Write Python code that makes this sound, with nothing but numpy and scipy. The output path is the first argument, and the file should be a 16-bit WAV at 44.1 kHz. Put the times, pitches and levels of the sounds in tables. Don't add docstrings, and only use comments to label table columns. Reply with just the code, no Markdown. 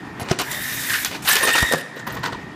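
import sys
import numpy as np
from scipy import signal
from scipy.io import wavfile
from scipy.ndimage import uniform_filter1d

SR = 44100
rng = np.random.default_rng(int(sys.argv[2]) if len(sys.argv) > 2 else 0)


def convert_level_to_amplitude(level_db):
    exponent = np.asarray(level_db, float) / 20
    return 10 ** exponent


def digitize_waveform(pressure):
    field = np.atleast_2d(pressure).T
    bounded = np.clip(field, -1, 1)
    quanta = np.round(bounded * 32767).astype(np.int16)
    wavfile.write(sys.argv[1], SR, quanta)


N = 112454

# time_s [s], mesh_pitch_hz [Hz], level_db [dB]
IDLE_RUN = [(0, 1842, -42.5), (1.3, 1817, -52.5), (1.75, 1836, -35), (1.92, 1831, -37), (2.1, 1827, -35),
            (2.55, 1854, -45.5)]
# time_s [s], mesh_pitch_hz [Hz], level_db [dB]
LOADED_RUNS = [
    [(.43, 1570, -36), (.47, 1780, -31), (.52, 1872, -30.5), (.87, 1850, -32), (.915, 1766, -21.5),
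     (.96, 1734, -24), (1.0, 1850, -36), (1.04, 1850, -27), (1.048, 1810, -35)],
    [(1.27, 1530, -30), (1.315, 1770, -17), (1.34, 1717, -28), (1.44, 1820, -20.5), (1.6, 1833, -19.5),
     (1.66, 1858, -23), (1.725, 1857, -21), (1.76, 1724, -28), (1.8, 1723, -33)],
]
# multiple [1], level_db [dB]
MESH_OVERTONES = [(2, -3), (3, -19), (4, -17)]
# frequency_hz [Hz], density_db [dB per Hz]
MURMUR_SPECTRUM = [(76, -42), (130, -9.5), (307, -9), (527, -24.5), (726, -18.5), (1080, -19),
                   (1820, -23.5), (2100, -25), (15500, -57.5)]
# time_s [s], level_db [dB]
RUMBLE_LEVEL = [(0, -44.5), (.35, -42.5), (.6, -42), (1.3, -44.5), (1.6, -42), (1.7, -68), (2.02, -63),
                (2.1, -34), (2.55, -44.5)]
# start_s [s], peak_db [dB], body_db [dB], sizzle_db [dB], length_s [s]
MACHINE_CONTACTS = [(.197, -22, -4.5, -12.5, 0.039), (.252, -26, -3.5, -37, 0.043),
                    (.287, -15, -10.5, -22, 0.036), (.311, -8.5, -4.5, -40, 0.0031),
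                    (.388, -8.5, -11, -13.5, 0.033), (.514, -24.5, -19, -6, 0.048),
                    (.637, -23.5, -33, -2.5, 0.009), (.897, -12.5, -24, -19, 0.031),
                    (.937, -12, -43, -21, 0.049), (1.0475, -9.5, -25, -11.5, 0.024),
                    (1.11, -19.5, -14.5, -32, 0.047), (1.146, -16.5, -13.5, -45, 0.019),
                    (1.275, -6.5, -40, -8, 0.05), (1.329, -7, -20, -11, 0.027),
                    (1.354, -5.5, -14, -14.5, 0.013), (1.426, -8, -11, -9.5, 0.02),
                    (1.474, -7, -9.5, -25, 0.024), (1.532, -17, -31, -5, 0.015),
                    (1.552, -5.5, -14, -27, 0.012), (1.579, -4.5, -19, -33, 0.014),
                    (1.626, -18.5, 4.5, -16, 0.0046), (1.7225, -12, 0.5, -22, 0.0043),
                    (1.736, -20.5, 6, -40, 0.0033)]
# frequency_hz [Hz], width_hz [Hz], level_db [dB]
HOUSING_MODES = [(1454, 19, 10.5), (1700, 64, 9), (1850, 660, 2.5), (2536, 92, 9), (2697, 49, 5.5),
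                 (2960, 130, 9.5), (3540, 1640, -0.5)]
# start_s [s], level_db [dB], pitch_hz [Hz], length_s [s]
RINGING_PARTS = [(.198, -38.5, 10700, 0.022), (.2, -30.5, 720, 0.034), (0.309, -21, 5460, 0.0046),
                 (0.311, -19.5, 1270, 0.0062), (0.39, -34, 9600, 0.019), (.4, -28.5, 1050, 0.027),
                 (0.515, -30, 7230, 0.006), (0.901, -30, 1650, 0.013), (0.941, -23, 1630, 0.021),
                 (0.944, -32, 2540, .015), (1.056, -38, 2330, 0.013), (1.273, -18, 3870, 0.011),
                 (1.281, -15, 2690, .004), (1.302, -17.5, 5940, 0.0086), (1.308, -24, 4100, .012),
                 (1.314, -18, 8300, .012), (1.326, -30, 2800, .008), (1.359, -19, 2950, 0.0062),
                 (1.355, -30, 5600, 0.0046), (1.364, -23, 3240, .007), (1.409, -20.5, 490, 0.0056),
                 (1.427, -22, 1090, 0.018), (1.43, -18.5, 9670, .012), (1.45, -21.5, 8900, 0.0096),
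                 (1.474, -28, 5960, 0.0036), (1.482, -19.5, 1170, 0.012), (1.531, -23.5, 7950, 0.0086),
                 (1.536, -21.5, 2790, .02), (1.548, -17.5, 900, 0.01), (1.551, -22, 1360, 0.011),
                 (1.578, -18.5, 1380, 0.014), (1.596, -42, 10000, .004), (1.627, -26, 5600, 0.0026),
                 (1.739, -18.5, 1400, 0.0052), (1.793, -37.5, 2740, .02), (2.076, -40, 950, 0.022),
                 (2.16, -32.5, 990, .022), (2.236, -28, 994, .015), (2.237, -28, 1480, 0.026),
                 (2.232, -37, 4100, .015), (2.269, -28.5, 950, 0.032), (2.331, -34, 950, .025),
                 (.46, -38.5, 950, 0.081), (0.524, -42, 602, 0.07), (1.249, -36, 760, 0.022),
                 (2.133, -46, 13500, .025), (1.989, -47.5, 7000, 0.014), (2.098, -47, 6500, .015)]
# start_s [s], peak_db [dB], pitch_hz [Hz], t60_s [s]
FRAME_THUMPS = [(0.217, -10, 129, 0.031), (.31, -0.5, 142, 0.038), (0.313, -5, 366, 0.046),
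                (.312, -9.5, 695, 0.03), (0.396, -38, 214, 0.05), (1.452, -7.5, 452, 0.019),
                (1.475, -17.5, 470, 0.1), (1.621, -5, 65, 0.059), (1.6251, -6, 149, 0.029),
                (1.713, -9.5, 513, 0.026), (1.737, -10.5, 498, 0.038), (1.74, -20, 157.4, 0.18),
                (1.968, -19.5, 500, 0.03)]
# start_s [s], peak_db [dB], top_hz [Hz]
METAL_SNAPS = [(0.3143, -6.5, 6530), (.5145, -14.5, 13000), (1.0476, -4, 11300), (1.2883, -6, 6000),
               (1.331, -7, 8000), (1.3553, -3.5, 12000), (1.367, -2, 5000), (1.4325, -17, 9000),
               (1.4747, -17, 10000), (1.504, -3, 5000), (1.606, -16, 12000), (1.6258, -10, 11000),
               (1.7232, -6.5, 10800), (1.7358, -11, 10000), (2.325, -34, 8800)]
# time_s [s], level_db [dB]
STRAP_RUNS = [
    [(.43, -44), (.5, -41), (.52, -35), (.7, -32.5), (.9, -30), (1.036, -30), (1.044, -41), (1.11, -44),
     (1.21, -63)],
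    [(1.22, -41), (1.268, -30), (1.278, -21.5), (1.37, -26.5), (1.41, -26.5), (1.58, -27.5), (1.64, -34.5),
     (1.74, -36), (1.82, -46.5)],
]
# frequency_hz [Hz], density_db [dB per Hz]
HISS_SPECTRUM = [(180, -38), (300, -33), (348, -35), (620, -7), (731, -17.5), (1780, -7.5), (2360, -8.5),
                 (3690, -12), (15500, -9)]
# frequency_hz [Hz], density_db [dB per Hz]
RATTLE_SPECTRUM = [(180, -29), (300, -18), (985, -9), (1840, -7.5), (2280, -10), (3630, -9.5), (4880, -14),
                   (9140, -13.5), (15500, -19.5)]
# start_s [s], peak_db [dB], body_db [dB], sizzle_db [dB], length_s [s]
CARTON_CONTACTS = [
    (1.959, -20.5, -38, -15.5, 0.02),
    (1.99, -22, -13, -18, 0.019),
    (2.064, -18.5, -8.5, -16, 0.046),
    (2.098, -20, -12.5, -15.5, 0.035),
    (2.135, -24, -7.5, -10, 0.024),
    (2.16, -18.5, -7, -21, 0.017),
    (2.229, -11, -18, -22, 0.041),
    (2.267, -29, 0, -34, 0.017),
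    (2.32, -16.5, -11.5, -25, 0.013),
]
# frequency_hz [Hz], width_hz [Hz], level_db [dB]
TABLE_MODES = [(950, 93, 0.5), (1433, 30, 5), (1510, 44, 1.5), (1984, 17, 5)]

SHAFT_HZ, ECCENTRIC, MESH_JITTER_HZ, MESH_FLUTTER_DB = 58.5, .25, 8, 1.2
FULL_SPEED_HZ, SPEED_WIDTH_HZ = 1868, 20
MURMUR_DB, DUCK_FROM_DB, DUCK_RATIO, DUCK_HZ = -34.5, -28.5, 0.35, 1.3
GRAINS_PER_S, GRAIN_SPREAD_DB, PATCH_DB = 14000, 1.5, 4
CREST_DB, SAG_DB, RELEASE_T60_S = 10.5, 4.5, 0.095
RING_WIDTH_SHARE, RING_T60_S, SNAP_T60_S, SNAP_LOW_HZ = .13, .03, .016, 900
HALL_T60_S, HALL_DB, HALL_GAP_S, WALL_CUT_HZ = 0.63, -14.5, 0.0026, 8800


def unit(x):
    return x / np.sqrt(np.mean(x ** 2) + 1e-20)


def drift(rate_hz):
    settle = 9000
    r = np.exp(-2 * np.pi * rate_hz / SR)
    wander = signal.lfilter([1], [1, -2 * r, r * r], rng.standard_normal(N + settle))
    return unit(wander[settle:])


def band(x, low_hz, high_hz):
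    return signal.sosfilt(signal.butter(2, [low_hz, high_hz], "band", fs=SR, output="sos"), x)


def contour(t, run):
    return convert_level_to_amplitude(np.interp(t, *np.transpose(run), left=-120, right=-120))


def coloured(spectrum, patchy_db):
    hz, db = np.transpose(spectrum)
    edges = 28 * 2 ** np.arange(0, 9.6, .5)
    white = rng.standard_normal((2, N))
    together, own = drift(5), drift(15)
    out = 0
    for k, (low, high) in enumerate(zip(edges, edges[1:])):
        level_db = np.interp(np.log(low * high) / 2, np.log(hz), db)
        flicker = .5 * together + np.roll(own, 5000 * k)
        out = out + convert_level_to_amplitude(level_db + patchy_db * flicker) * band(white[k % 2], low, high)
    return unit(out)


def resonate(x, modes):
    out = 0
    for k, (hz, width_hz, db) in enumerate(modes):
        r = np.exp(-np.pi * width_hz / SR)
        zeros = [(1 - r * r) / 2, 0, (r * r - 1) / 2]
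        poles = [1, -2 * r * np.cos(2 * np.pi * hz / SR), r * r]
        out = out + (-1) ** k * convert_level_to_amplitude(db) * signal.lfilter(zeros, poles, x)
    return out


def gears(run, sway, rough, over_db):
    s, hz, db = np.transpose(run)
    t = np.arange(N) / SR
    mesh_hz = np.interp(t, s, hz)
    shaft = 2 * np.pi * np.cumsum(SHAFT_HZ * (1 + 0.027 * drift(7.15))) / SR
    mesh = 2 * np.pi * np.cumsum(mesh_hz + MESH_JITTER_HZ * drift(57.5)) / SR
    sway_phase = sway * np.sin(shaft)
    swayed = mesh + sway_phase
    throb = 1 + ECCENTRIC * np.cos(shaft + 1)
    tone = throb * convert_level_to_amplitude(MESH_FLUTTER_DB * drift(53)) * np.sin(swayed)
    worn = drift(150) * np.sin(swayed) + drift(146) * np.cos(swayed)
    tone = unit(tone + rough * worn)
    slack_db = np.minimum(((FULL_SPEED_HZ - mesh_hz) / SPEED_WIDTH_HZ) ** 2, 14)
    for multiple, level_db in MESH_OVERTONES:
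        overtone = (1 + .5 * drift(180)) * np.sin(multiple * mesh + sway_phase)
        tone = tone + convert_level_to_amplitude(level_db + over_db - slack_db) * overtone
    return convert_level_to_amplitude(np.interp(t, s, db, left=-120, right=-120)) * tone


def drive():
    idle = gears(IDLE_RUN, sway=.9, rough=.5, over_db=-16)
    feed = gears(LOADED_RUNS[0], sway=2.3, rough=1.8, over_db=-2)
    pull = gears(LOADED_RUNS[1], sway=.9, rough=.5, over_db=0)
    return idle + feed + pull


def murmur(machine):
    r = np.exp(-2 * np.pi * DUCK_HZ / SR)
    loud_db = 10 * np.log10(signal.lfilter([1 - r], [1, -r], machine ** 2) + 1e-9)
    duck_db = -DUCK_RATIO * np.clip(loud_db - DUCK_FROM_DB, 0, 40)
    return convert_level_to_amplitude(MURMUR_DB + duck_db) * coloured(MURMUR_SPECTRUM, patchy_db=2.0)


def rumble():
    low = band(band(rng.standard_normal(N), 51, 190), 27, 240)
    level_db = np.interp(np.arange(N) / SR, *np.transpose(RUMBLE_LEVEL))
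    return convert_level_to_amplitude(level_db + 2.0 * drift(22)) * unit(low)


def contacts(events, modes, ring_db, attack_s):
    t = np.arange(N) / SR
    grains = (rng.random(N) < GRAINS_PER_S / SR) * rng.standard_normal(N)
    grains = grains * convert_level_to_amplitude(GRAIN_SPREAD_DB * np.minimum(rng.exponential(1, N), 3))
    lumps = drift(102)
    grains = grains * convert_level_to_amplitude(2 * lumps)
    patch = [convert_level_to_amplitude(PATCH_DB * uniform_filter1d(np.roll(lumps, N // n), size=300)) for n in (3, 5)]
    body = unit(band(grains, 197, 1510))
    middle = unit(band(grains, 810, 4140))
    middle = unit(middle + convert_level_to_amplitude(ring_db) * unit(resonate(grains, modes)))
    sizzle = patch[0] * band(grains, 2560, 8600) + 0.87 * patch[1] * band(grains, 7600, 21200)
    parts = body, middle, unit(sizzle)
    powers = np.zeros((3, N))
    for s, db, body_db, sizzle_db, length in events:
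        age = t - s
        sag_db = SAG_DB * np.clip(age / length, 0, 1)
        release_db = 60 * np.clip(age - length, 0, 1) / RELEASE_T60_S
        shape = np.clip(age / attack_s, 0, 1) * convert_level_to_amplitude(-sag_db - release_db)
        part_db = db + np.array([[body_db], [-CREST_DB], [sizzle_db]])
        powers += (convert_level_to_amplitude(part_db) * shape) ** 2
    return np.sum(np.sqrt(powers) * parts, axis=0)


def clatter():
    return contacts(MACHINE_CONTACTS, HOUSING_MODES, ring_db=7.5, attack_s=0.00041)


def rings():
    out, t = np.zeros(N + SR), np.arange(SR // 10) / SR
    shakes = rng.standard_normal((len(RINGING_PARTS), len(t)))
    for (s, db, hz, length), shake in zip(RINGING_PARTS, shakes):
        mode = [(hz, 40 + RING_WIDTH_SHARE * hz, 0)]
        decay_db = 60 * np.clip(t - length, 0, 1) / RING_T60_S
        shape = np.clip(t / .001, 0, 1) * convert_level_to_amplitude(db - decay_db)
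        i = int(s * SR)
        out[i:i + len(t)] += shape * unit(resonate(resonate(shake, mode), mode))
    return out[:N]


def thumps():
    out, t = np.zeros(N), np.arange(N) / SR
    for s, db, hz, t60 in FRAME_THUMPS:
        age = np.clip(t - s, 0, 1)
        onset = 1 - np.exp(-age * hz * 3)
        out += convert_level_to_amplitude(db - 60 * age / t60) * onset * np.sin(2 * np.pi * hz * age)
    return out


def snaps():
    out, t = np.zeros(N + SR), np.arange(SR // 20) / SR
    white = rng.standard_normal(N)
    for s, db, top_hz in METAL_SNAPS:
        i = int(s * SR)
        crack = convert_level_to_amplitude(db - 60 * t / SNAP_T60_S) * white[i:i + len(t)]
        out[i:i + len(t)] += band(crack, SNAP_LOW_HZ, top_hz)
    return out[:N]


def strap():
    t = np.arange(N) / SR
    feed, pull = (uniform_filter1d(contour(t, run), size=100) for run in STRAP_RUNS)
    hiss = feed * coloured(HISS_SPECTRUM, patchy_db=1.66)
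    rattle = pull * convert_level_to_amplitude(2.86 * drift(113)) * coloured(RATTLE_SPECTRUM, patchy_db=2.5)
    return convert_level_to_amplitude(5.5) * (hiss + rattle)


def carton():
    return contacts(CARTON_CONTACTS, TABLE_MODES, ring_db=0.5, attack_s=.007)


def hall(x):
    t = np.arange(SR // 2) / SR
    tail = rng.standard_normal(len(t)) * convert_level_to_amplitude(-60 * t / HALL_T60_S)
    tail = band(tail * np.clip(t / HALL_GAP_S - .3, 0, 1), 183, WALL_CUT_HZ)
    return signal.fftconvolve(x, tail / np.sqrt(np.sum(tail ** 2)))[:N]


def scene():
    machine = drive() + clatter() + thumps() + snaps() + strap() + carton()
    room = convert_level_to_amplitude(HALL_DB) * hall(machine)
    return (machine + room + murmur(machine) + rumble() + rings())[None]


def band_limit(x):
    return signal.sosfilt(signal.butter(12, 16480, fs=SR, output="sos"), x)


def record(dry):
    x = 0.8 * np.tanh(dry / 1.006)
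    x = signal.sosfilt(signal.butter(2, 45, "high", fs=SR, output="sos"), x)
    x = signal.sosfilt(signal.cheby2(12, 45, 15600, fs=SR, output="sos"), x)
    return band_limit(x)


dry = scene()
out = record(dry)
digitize_waveform(out)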